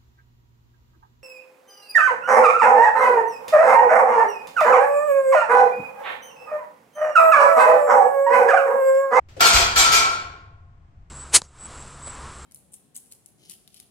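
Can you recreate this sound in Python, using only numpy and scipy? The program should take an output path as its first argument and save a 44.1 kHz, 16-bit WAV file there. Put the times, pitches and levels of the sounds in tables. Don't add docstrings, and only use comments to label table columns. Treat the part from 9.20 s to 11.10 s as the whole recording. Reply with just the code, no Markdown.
import sys
import numpy as np
from scipy import signal
from scipy.fft import rfft, irfft, next_fast_len
from scipy.io import wavfile
from scipy.ndimage import map_coordinates

SR = 44100
rng = np.random.default_rng(int(sys.argv[2]) if len(sys.argv) > 2 else 0)


def store_pcm(level_fs):
    pcm = np.round(np.clip(level_fs, -1, 1) * 32767).astype(np.int16)
    wavfile.write(sys.argv[1], SR, np.atleast_2d(pcm).T)


N = 83790
T = np.arange(N) / SR

# start in seconds, level in dB, chatter length in seconds,
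# brightness in dB per octave, share on the second end from 0 to 1, extra ring in dB,
# favoured pitch in Hz.
PLATE_BLOWS = [(0.196, -35, .006, -1.5, 0.1, -9, 1377), (0.2054, -18.5, .01, .5, 0.32, -1, 1380),
               (0.224, -16.5, 0.031, 0, 0, -6, 4407), (0.247, -17, 0.028, 2.5, 0, -3, 682),
               (0.326, -14.5, .04, 2, 0.3, -8.5, 1072), (0.37, -21.5, 0.052, 0.45, 0.1, -4, 676),
               (0.556, -18, 0.014, 1.3, 0.3, -9.5, 1296), (0.571, -14.5, 0.029, 3, 0.8, -6, 7210),
               (0.635, -24, 0.048, -0.26, .95, 1, 1330), (0.717, -16, .02, 2.5, 1, -10, 1324),
               (0.735, -21, .04, 1, 1, 1, 2350), (0.797, -32.5, 0.028, -2.5, 1, 7, 1313),
               (0.912, -44, 0.013, -1, 0.26, 10, 1375)]
# pitch in Hz, level in dB when the first end is struck,
# level in dB for the second end, seconds to fade by 60 dB.
METAL_TONES = [ (684, -13.5, -20, .55), (700, -29, -30, 1.7), (918, -23, -12.5, .55),
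               (1070, -22, -16, 1.15), (1091, -25, -22, 1.3), (1328.5, -19, -2, .58), (1364, 0, -15, .27),
               (1400, -9, -15, .82), (2260, -19, -21, .62), (2309, -24, -11.5, .58), (2393, -15, -15, .52),
               (3175, -19, -17, .42), (3478, -15, -19, .58), (3910, -18, -21, .48), (4330, -10, -12, .55),
               (4484, -15, -19, .5), (4749, -19, -12, .44), (5130, -14.5, -12, .5), (5565, -10, -17, .45),
               (6040, -14, -9.5, .43), (6540, -15.5, -13, .41), (7042, -16.5, -15, .41),
               (7510, -17, -13.5, .46), (8010, -12, -19, .36), (8538, -15.5, -14.5, .38),
               (9065, -20.5, -22, .32), (9640, -22, -28, .34), (10191, -21, -25, .3), (10760, -29, -31, .4),
               (11321, -23, -25, .3), (11908, -25.5, -26, .32)]


def amp(db):
    return 10 ** (np.asarray(db) / 20)


def along(points, hz):
    freqs, values = np.transpose(points)
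    return np.interp(np.log(hz + 1), np.log(freqs + 1), values)


def decay(t, t60):
    return (t >= 0) * np.exp(-np.log(1000) * np.maximum(t, 0) / t60)


def wobble(rate):
    values = rng.standard_normal(400)
    coarse = T[::32]
    return np.interp(T, coarse, map_coordinates(values, [coarse * rate], mode="mirror"))


def filtered(x, response):
    size = next_fast_len(N + SR // 4)
    return irfft(rfft(x, size) * response(np.fft.rfftfreq(size, 1 / SR)), size)[..., :N]


def ear_angle(hz):
    # frequency in Hz, likeness of the ears from -1 (opposite) to 1 (the same).
    likeness = [(150, 0.97), (280, 0.88), (700, 0.45), (1080, -0.31), (1370, -0.37), (2200, 0.1),
                (8000, -0.072)]
    return np.arccos(np.clip(along(likeness, hz), -1, 1))


def gap_db(hz):
    tones = np.transpose(METAL_TONES)[0]
    place = np.interp(hz, tones, np.arange(len(tones)))
    nearest = tones[np.round(place).astype(int)]
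    distance = (np.clip(hz, tones[0], tones[-1]) / nearest - 1) / .022
    depth_db = 2 + .001 * hz
    return depth_db * (1 - np.exp(-distance ** 2))


def room_noise(spectrum, fade_times=None, tilt_db=0, metallic=False):
    def response(hz):
        colour = amp(along(spectrum, hz) + tilt_db * np.log2(hz + 1) - metallic * gap_db(hz))
        turn = ear_angle(hz) / 2
        return colour * [np.cos(turn), np.sin(turn)]

    mid, side = filtered(rng.standard_normal((2, N)), response)
    pair = np.array([mid + side, mid - side])
    pair /= np.sqrt(np.mean(pair ** 2) + 1e-20)
    if fade_times is None:
        return pair
    hz, t, bands = signal.stft(pair, SR, nperseg=512)
    fade = decay(t, along(fade_times, hz)[:, None])
    return signal.istft(bands * fade, SR, nperseg=512)[1][:, :N]


def background():
    # frequency in Hz, relative level in dB.
    rumble = [(20, -5.5), (35, -6.5), (55, -8), (85, 0), (115, -8.5), (160, -15), (260, -36), (500, -57),
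              (2000, -110)]
    hiss = [(300, 0), (450, -8), (720, -4), (1200, -6), (2200, -13.5), (4000, -24), (8000, -29),
            (10000, -45.5)]
    return amp(-49) * room_noise(rumble) + amp(-65) * room_noise(hiss)


def scrape():
    # frequency in Hz, relative level in dB.
    spectrum = [(500, 1.5), (2500, -1.5), (7500, -10.5), (10000, -23)]
    start_s = .087
    return amp(-52.5) * room_noise(spectrum) * decay(T - start_s, t60=.8)


def mat_knock():
    # frequency in Hz, relative level in dB.
    spectrum = [(100, -25.5), (300, -10), (470, 0), (620, -5.5), (900, -19), (3000, -25), (8000, -32),
                (16000, -51.5)]
    start_s, rise_s = .164, .0046
    rise = np.clip((T - start_s) / rise_s, 0, 1)
    return amp(-38) * room_noise(spectrum) * rise * decay(T - start_s, t60=.49)


def floor_booms():
    # start in seconds, level in dB.
    landings = [(.21, -49), (0.333, -21.5), (0.563, -31), (0.721, -35.5), (1.039, -41)]
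    # pitch in Hz, relative level in dB, seconds to fade by 60 dB.
    floor_tones = [(28.6, -9, 0.77), (45.5, -5, .6), (56.5, -1, 0.5), (86.4, -7, .8), (113, -14, 0.59),
                   (169, -15.5, 0.27)]
    rise_s = .0078
    out = np.zeros(N)
    for start, db in landings:
        t = np.maximum(T - start, 0)
        rise = 1 - np.exp(-t / rise_s)
        for hz, tone_db, t60 in floor_tones:
            tone = np.sin(2 * np.pi * (hz * t + rng.random()))
            out += amp(db + tone_db) * rise * decay(t, t60) * tone
    return out


def cracks():
    # frequency in Hz, relative level in dB.
    spectrum = [(500, -8.5), (1500, 6), (5000, 0), (8000, -13.5), (10000, -12), (13000, -8), (16000, -11.5)]
    # start in seconds, level in dB.
    hits = [(0.2062, -16), (0.562, -22), (0.718, -26)]
    return sum(amp(db) * room_noise(spectrum, metallic=True) * decay(T - start, t60=.23)
               for start, db in hits)


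def clang():
    # frequency in Hz, relative level in dB.
    spectrum = [(20, -57.5), (60, -24.5), (130, -15), (250, -18), (470, -7), (590, -13.5), (710, -0.5),
                (1180, -1), (1420, 4), (1750, -4), (2450, -1), (4400, -3.5), (5800, -6), (7600, -8),
                (9300, -22.5), (12700, -21), (16000, -37)]
    # frequency in Hz, seconds for plates and room to fade by 60 dB.
    fade_times = [(150, 1.3), (500, 0.88), (1200, 0.85), (2500, 0.7), (5000, 0.56), (8000, 0.49),
                  (14000, 0.29)]
    taps_per_s, scatter_db, boost_db = 900, .5, 2.5
    out = np.zeros((2, N))
    for start, db, length, bright_db, *_ in PLATE_BLOWS:
        count = max(2, int(length * taps_per_s))
        jitter, direction = rng.random((2, 400))[:, :count]
        tap_s = (np.arange(count) + jitter - jitter[0]).clip(0) / count * length
        strength = amp(scatter_db * rng.standard_normal(400)[:count])
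        taps = np.bincount((tap_s * SR).astype(int), strength * np.sign(direction - .5))
        taps /= np.linalg.norm(taps)
        ring = room_noise(spectrum, fade_times, bright_db, metallic=True)
        blow = signal.oaconvolve(ring, taps[None], axes=1)
        first = round(start * SR)
        out[:, first:] += amp(db + boost_db) * blow[:, :N - first]
    return out


def ringing():
    start, db, length, bright_db, share, ring_db, favoured_hz = np.transpose(PLATE_BLOWS)
    favour_db, favour_octaves, pivot_hz = 9.5, .11, 1460
    wobbles_per_s, flutter_db = 42, 2.6
    chatter = np.array([((T >= s) & (T < s + span)) / (span * SR) for s, span in zip(start, length)])
    out = np.zeros((2, N))
    for hz, first_db, second_db, t60 in METAL_TONES:
        spot_db = favour_db * np.exp(-(np.log2(hz / favoured_hz) / favour_octaves) ** 2)
        push = amp(db + ring_db + spot_db + bright_db * np.log2(hz / pivot_hz))
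        energy = push ** 2 * ((1 - share) * amp(first_db) ** 2 + share * amp(second_db) ** 2)
        stored = signal.lfilter([1], [1, -decay(2 / SR, t60)], energy @ chatter)
        swing = np.sqrt(2 * stored)
        wander_rad = .46 * np.sqrt(hz / METAL_TONES[0][0])
        phase = 2 * np.pi * (hz * T + rng.random()) + wander_rad * wobble(wobbles_per_s)
        for ear, lead in zip(out, [.5, -.5]):
            offset = lead * ear_angle(hz) + wander_rad / 2 * wobble(wobbles_per_s)
            ear += swing * amp(flutter_db * wobble(wobbles_per_s)) * np.sin(phase + offset)
    return out


def scene():
    # frequency in Hz, how many dB louder the left is than the right.
    balance = [(100, 1.5), (900, 1.7), (1350, 2), (2200, 1.2), (8000, 1.2), (12000, -1)]
    mix = scrape() + cracks() + clang() + ringing() + mat_knock() + floor_booms() + background()
    return filtered(mix, lambda hz: amp(np.outer([.5, -.5], along(balance, hz))))


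def record(dry):
    top_hz = 15800
    return filtered(dry, lambda hz: 1 / np.sqrt(1 + (hz / top_hz) ** 200))


dry = scene()
out = record(dry)
store_pcm(out)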